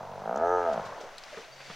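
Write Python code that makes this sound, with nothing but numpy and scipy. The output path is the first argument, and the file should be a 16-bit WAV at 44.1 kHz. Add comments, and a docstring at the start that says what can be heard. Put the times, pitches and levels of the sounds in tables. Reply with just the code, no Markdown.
"""At the edge of a waterhole, a lion gives one low growl. Slow, separate vocal-fold pulses speed up
into a clear tone as the throat tenses, sag again and end in a rush of air; the banks echo weakly.
A hyena wades in the shallows: soft sloshes, ringing air pockets, drips and falling spray over the
hiss of stirred water. Behind them lie a low rumble, a faint hum and a thin high note."""
import sys
import numpy as np
from scipy import signal
from scipy.fft import rfft, irfft, next_fast_len
from scipy.io import wavfile

SR = 44100
rng = np.random.default_rng(int(sys.argv[2]) if len(sys.argv) > 2 else 0)


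def generate_wav(signal):
    """Clip the signal to [-1, 1] and save it as 16-bit WAV at the path in sys.argv[1]."""
    frames = np.transpose(np.atleast_2d(signal))
    scaled = np.clip(frames, -1, 1) * 32767
    pcm = np.round(scaled).astype(np.int16)
    wavfile.write(sys.argv[1], SR, pcm)


N = 77175
T = np.arange(N) / SR

# background rumble spectrum: freq_hz, gain_db
RUMBLE_SPECTRUM = [(15, 4.5), (40, -22), (600, -36.5)]
# faint steady notes: start_s, end_s, pitch_hz, width_hz, level_db
FAR_NOTES = [(1.48,1.75,135,4,-67),(1.5,1.75,4620,70,-60)]
# left-right likeness of the noise: freq_hz, correlation
STEREO_LIKENESS = [(25, 0), (90, 1), (5500, 0.87), (8500, 0.12), (15000, 0)]

# stirred water: time_s, hiss_db, lapping_db
WATER_LEVELS = [(0,-59.5,-73),(.4,-59.5,-45),(.7,-54,-44.5),(1.15,-55.5,-53.5),(1.38,-49.5,-53),(1.51,-56,-58),(1.72,-48,-56.5)]
# water hiss spectrum: freq_hz, gain_db
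HISS_SPECTRUM = [(1000,-8.5),(2000,3.5),(6000,-5.5),(9500,-18.5),(15500,-34.5)]
# lapping spectrum: freq_hz, gain_db
LAPPING_SPECTRUM = [(280,-12.5),(800,0),(1550,0.5),(6000,-67)]
# fine spray falling back: start_s, level_db, decay_s
SPLASHES = [(.722,-49,0.011),(0.847,-51.5,0.022),(1,-50.5,0.021)]
# fine spray spectrum: freq_hz, gain_db
SPLASH_SPECTRUM = [(1200, -22.5), (2500, -3), (4500, -1.5), (6800, -6), (9000, -17), (15000, -27.5)]
# drops landing: start_s, tick_db, pitch_hz, snap_db
DRIPS = [(0.361, -38, 6260, -42), (.375, -37.5, 6240, -47.5), (1.182, -29, 4200, -30),
         (1.237, -34.5, 4800, -42)]
# snap of a drop breaking the surface: freq_hz, gain_db
SNAP_SPECTRUM = [(1500, -22), (3800, 0), (6500, 1), (9000, -2), (15000, -16)]
# air pockets: start_s, level_db, pitch_hz
GURGLES = [(1.003,-38,620),(1.034,-39.5,503),(1.327,-38.5,600),(1.371,-36,474)]
# steps in the shallows: start_s, thud_db, spray_db, decay_s
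STEPS = [(1.368, -53.5, -44, 0.023), (1.598, -66, -44, 0.016), (1.696, -49.5, -41.5, 0.019)]
# step thud spectrum: freq_hz, gain_db
THUD_SPECTRUM = [(60, -18.5), (190, 9), (260, -6.5), (1500, -50)]
# step spray spectrum: freq_hz, gain_db
SPRAY_SPECTRUM = [(200, -27), (500, 14), (1800, 12.5), (6000, -16), (12000, -42)]

# air ending the growl: time_s, level_db, mouth_hz
BREATH = [(.74, -44.5, 900), (.80, -39, 900), (.87, -41, 1035), (.95, -42, 980), (1.03, -45, 825.4),
          (1.2, -56, 643)]
# breath spectrum: freq_hz, gain_db
BREATH_SPECTRUM = [(280,-14),(650,2.5),(1600,-14),(5000,-56.5)]
# wet rasp in the mouth: time_s, level_db
WET_RASP_LEVEL = [(0.422, -72), (.49, -60), (0.679, -66.5), (.74, -70)]
# deep chest tone: time_s, gain_db
CHEST_GAIN = [(0, -53.5), (0.241, -55), (0.369, -44), (.55, -46.5), (.72, -47), (0.851, -54.5), (1.0, -86)]
# chest harmonics: multiple, slack_db, tense_db
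CHEST_HARMONICS = [(1, -3, -2.5), (2, -1.5, -17), (3, 0.5, 3.5), (4, -1.5, 6), (5, -4, -8)]
# slack throat response, slow pulses: freq_hz, gain_db
SLACK_THROAT = [(200,-34.5),(470,2),(780,5.5),(1040,-11.5),(1350,-3),(2500,-42),(12000,-71)]
# tense throat response, fast pulses: freq_hz, gain_db
TENSE_THROAT = [(150,-43.5),(290,-21.5),(460,9),(560,1.5),(920,5),(1070,-20),(1270,7),(1440,-12),(1690,-7),(1800,-22.5),(2500,-53),(12000,-71)]
# narrow resonance, strong on the rise and fall of the pitch: time_s, gain
THROAT_RING = [(0.376, 1.5), (0.441, 8), (0.502, 0.12), (.63, 0.45), (0.699, 8.7), (0.772, 2.4)]
# vocal-fold pulse rate: time_s, rate_hz
PULSE_RATE = [(0, 46.2), (.19, 48.1), (.28, 55), (.36, 68.7), (.43, 85.5), (.53, 90.1), (.62, 87.4),
              (.69, 81.9), (.76, 55.7), (.92, 38)]
# pulse strength: time_s, gain_db
EFFORT = [(0,-41.5),(.1,-47),(.21,-44),(.295,-31.5),(.36,-29.5),(.4,-32.5),(.46,-27.5),(.54,-25.5),(.71,-33.5),(.8,-35),(.83,-73)]
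# voice roughness: time_s, fraction
ROUGHNESS = [(0, .2), (.11, .2), (.16, .5), (.22, .25), (.28, .18), (.40, .12), (.46, .03), (.66, .04),
             (.73, .25), (.79, .45)]


def from_db(db):
    return 10 ** (np.asarray(db) / 20)


def unit_rms(x):
    return x / np.sqrt(np.mean(x ** 2) + 1e-20)


def in_time(rows):
    """Table columns interpolated per sample."""
    time_s, *columns = np.transpose(rows)
    return [np.interp(T, time_s, column) for column in columns]


def at_hz(spectrum, hz):
    """Spectrum interpolated on a log-frequency axis."""
    freq_hz, values = np.transpose(spectrum)
    return np.interp(np.log(hz + 1), np.log(freq_hz), values)


def colour(x, spectrum):
    """Minimum-phase filter; keeps the power of white noise."""
    size = 2 * next_fast_len(N)
    gain = unit_rms(from_db(at_hz(spectrum, np.fft.rfftfreq(size, 1 / SR))))
    cepstrum = irfft(np.log(gain))
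    cepstrum[1:size // 2] *= 2
    cepstrum[size // 2 + 1:] = 0
    return irfft(rfft(x, size) * np.exp(rfft(cepstrum)))[..., :N]


def resonate(x, hz, width_hz, passes=1):
    """Two-pole resonance, unity peak gain."""
    r = np.exp(-np.pi * width_hz / SR)
    feedback = [1, -2 * r * np.cos(2 * np.pi * hz / SR), r * r]
    for _ in range(passes):
        x = signal.lfilter(np.array([1, 0, -1]) * (1 - r * r) / 2, feedback, x)
    return x


def lowpass(x, cutoff_hz):
    return signal.sosfilt(signal.butter(2, cutoff_hz, fs=SR, output="sos"), x)


def noise():
    return rng.standard_normal(N)


def wide_noise(spectrum):
    """Stereo noise: sides alike in the midrange, apart in the treble."""
    likeness = np.clip(at_hz(STEREO_LIKENESS, np.fft.rfftfreq(N, 1 / SR)), 0, 1)
    mid = irfft(rfft(noise()) * np.sqrt((1 + likeness) / 2), N)
    side = irfft(rfft(noise()) * np.sqrt((1 - likeness) / 2), N)
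    return colour(np.array([mid + side, mid - side]), spectrum)


def clicks(times_s, sizes):
    return np.bincount(np.clip(times_s * SR, 0, N - 1).astype(int), sizes, N)


def burst(start_s, attack_s, decay_s):
    """Linear rise, exponential fall."""
    age_s = T - start_s
    return np.clip(age_s / attack_s, 0, 1) * np.exp(-np.maximum(age_s - attack_s, 0) / decay_s)


def pan(x, left_over_right_db):
    return x * from_db(np.array([[1], [-1]]) * left_over_right_db / 2)


def surroundings(rumble_db=-58, fade_s=0.036):
    """Low rumble, a faint hum and a thin, insect-like high note."""
    out = from_db(rumble_db) * wide_noise(RUMBLE_SPECTRUM)
    for start_s, end_s, pitch_hz, width_hz, level_db in FAR_NOTES:
        fade = np.clip((T - start_s) / fade_s, 0, 1) * np.clip((end_s - T) / fade_s + 1, 0, 1)
        out += from_db(level_db) * fade * unit_rms(resonate(noise(), pitch_hz, width_hz, passes=2))
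    return out


def bank_echo(x, gain_db=-30, t60_s=0.24, delay_s=0.027):
    """Weak echo scattered by the banks."""
    tail = noise() * from_db(-60 * T / t60_s) * (T > delay_s)
    return from_db(gain_db) * signal.fftconvolve(x, tail / np.linalg.norm(tail))[:N]


def droplets(rate_per_s=450, spread_db=5):
    """Tiny droplets, each ringing a few cycles."""
    sizes = from_db(spread_db * np.minimum(rng.exponential(1, N), 3))
    impacts = sizes * rng.choice([-1, 1], N) * (rng.random(N) < rate_per_s / SR)
    pitches_hz = np.geomspace(1500, 6800, 20)
    pitch_index = rng.integers(0, len(pitches_hz), N)
    rings = sum(resonate(impacts * (pitch_index == k) + 1e-18, hz, 0.14 * hz) / np.sqrt(hz)
                for k, hz in enumerate(pitches_hz))
    return unit_rms(colour(unit_rms(rings), HISS_SPECTRUM))


def stirred_water(droplet_gain_db=-7):
    """Stirred shallows: hiss with droplets over low lapping."""
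    hiss_db, lapping_db = in_time(WATER_LEVELS)
    hiss = from_db(droplet_gain_db) * droplets() + wide_noise(HISS_SPECTRUM)
    return from_db(hiss_db) * hiss + from_db(lapping_db) * wide_noise(LAPPING_SPECTRUM)


def splashes(attack_s=0.012):
    """Fine spray falls back in short bright bursts."""
    envelope = sum(from_db(level_db) * burst(start_s, attack_s, decay_s)
                   for start_s, level_db, decay_s in SPLASHES)
    return envelope * wide_noise(SPLASH_SPECTRUM)


def drips(tick_s=0.0005, spatter_gain_db=-14, spatter_decay_s=0.006):
    """Each drop lands with a bright snap, a high tick and a little spatter."""
    starts_s, _, _, snap_db = np.transpose(DRIPS)
    out = colour(clicks(starts_s + tick_s, from_db(snap_db)), SNAP_SPECTRUM)
    spatter = from_db(spatter_gain_db) * wide_noise(SPLASH_SPECTRUM)
    for start_s, tick_db, pitch_hz, _ in DRIPS:
        tick = burst(start_s, tick_s, tick_s) * np.sin(2 * np.pi * pitch_hz * (T - start_s))
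        out = out + from_db(tick_db) * (tick + spatter * burst(start_s, tick_s, spatter_decay_s))
    return out


def gurgles(sink_per_s=2.31, wobble_depth=0.13):
    """Air pockets ring briefly, unsteady and sinking in pitch."""
    out = 0
    for start_s, level_db, pitch_hz in GURGLES:
        wobble = wobble_depth * unit_rms(lowpass(noise(), cutoff_hz=158))
        glide_hz = pitch_hz * np.exp(wobble - sink_per_s * np.maximum(T - start_s, 0))
        envelope = from_db(level_db) * burst(start_s, attack_s=0.0032, decay_s=0.025)
        out += envelope * np.sin(2 * np.pi * np.cumsum(glide_hz) / SR)
    return out


def sloshes(attack_s=0.0055):
    """Each hyena step pushes water aside with a thud and throws spray."""
    thud, spray = colour(noise(), THUD_SPECTRUM), colour(noise(), SPRAY_SPECTRUM)
    return sum(burst(start_s, attack_s, decay_s) * (from_db(thud_db) * thud + from_db(spray_db) * spray)
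               for start_s, thud_db, spray_db, decay_s in STEPS)


def breath(mouth_width_hz=260, mouth_gain=1.34):
    """The voice gives way to air; the mouth resonance falls as the jaws close."""
    level_db, mouth_hz = in_time(BREATH)
    baseband = lowpass(noise() + 1j * noise(), mouth_width_hz / 2)
    mouth = unit_rms(np.real(baseband * np.exp(2j * np.pi * np.cumsum(mouth_hz) / SR)))
    return from_db(level_db) * unit_rms(2 * colour(noise(), BREATH_SPECTRUM) + mouth_gain * mouth)


def wet_rasp(cycles, decay_cycles=0.7):
    """High, wet noise in the mouth, pulsing with the voice."""
    level_db, = in_time(WET_RASP_LEVEL)
    puffs = noise() * np.exp(-(cycles % 1) / decay_cycles)
    return from_db(level_db) * unit_rms(resonate(puffs, hz=6120, width_hz=800, passes=2))


def chest(rate_hz, cycles, shimmer, slack_hz=47, tense_hz=57, band_hz=(88.7, 248), shimmer_db=8):
    """The chest hums on low harmonics of the pulse rate."""
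    gain_db, = in_time(CHEST_GAIN)
    hum = 0
    for multiple, slack_db, tense_db in CHEST_HARMONICS:
        harmonic_db = np.interp(rate_hz, [slack_hz, tense_hz], [slack_db, tense_db])
        hum -= from_db(harmonic_db) * np.cos(2 * np.pi * multiple * cycles)
    hum *= from_db(gain_db + shimmer_db * shimmer)
    return signal.sosfilt(signal.butter(4, band_hz, "band", fs=SR, output="sos"), hum)


def throat(source, rate_hz, slack_hz=47, tense_hz=83):
    """The throat tenses as the pulses speed up; a lower resonance opens at the top of the pitch."""
    ring_gain, = in_time(THROAT_RING)
    tension = np.interp(rate_hz, [slack_hz, tense_hz], [0, 1]) ** 2
    voice = colour((1 - tension) * source, SLACK_THROAT) + colour(tension * source, TENSE_THROAT)
    voice += ring_gain * resonate(voice, hz=663.4, width_hz=20.7)
    deep_gain = 1.2 * (rate_hz / rate_hz.max()) ** 11
    return voice + deep_gain * resonate(voice, hz=372.6, width_hz=78)


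def vocal_folds(rate_hz, cycles, jitter_s=0.0006, shimmer_db=5.5, slap_delay_s=0.0045, rasp_cycles=0.63):
    """The folds slap shut once a cycle, twice when rough, with a puff of rasp."""
    effort_db, = in_time(EFFORT)
    rough, = in_time(ROUGHNESS)
    closures = np.flatnonzero(np.diff(np.floor(cycles)))
    jitter, strength, slap, lag = rng.standard_normal((len(closures), 4)).T
    shimmer = rough * np.interp(T, T[closures], strength)  # pulse-to-pulse level flutter
    first_s = T[closures] + jitter_s * rough[closures] * jitter
    second_s = first_s + slap_delay_s * np.exp(0.17 * lag)
    sizes = from_db(effort_db + shimmer_db * shimmer)[closures] * np.sqrt(SR / rate_hz.max())
    pulses = clicks(first_s, sizes) + clicks(second_s, 1.1 * sizes * rough[closures] * abs(slap))
    puffs = noise() * unit_rms(np.exp(-(cycles % 1) / rasp_cycles))
    rasp = 0.3 * rough * from_db(effort_db) * puffs
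    return pulses + rasp, shimmer


def growl(start_cycle=0.6):
    """Fold pulses sound through the throat; chest and wet rasp follow the same cycle."""
    rate_hz, = in_time(PULSE_RATE)
    cycles = start_cycle + np.cumsum(rate_hz) / SR
    source, shimmer = vocal_folds(rate_hz, cycles)
    return throat(source, rate_hz) + chest(rate_hz, cycles, shimmer) + wet_rasp(cycles)


def scene():
    lion = growl() + breath()
    echo = bank_echo(lion)
    shallows = pan(stirred_water() + splashes() + drips(), left_over_right_db=1.65)
    return lion + echo + shallows + sloshes() + gurgles() + surroundings()


def record(dry):
    """Steep low-pass on the top treble."""
    cutoff_hz = 15800
    return signal.sosfilt(signal.ellip(10, 0.1, 80, cutoff_hz, fs=SR, output="sos"), dry)


dry = scene()
out = record(dry)
generate_wav(out)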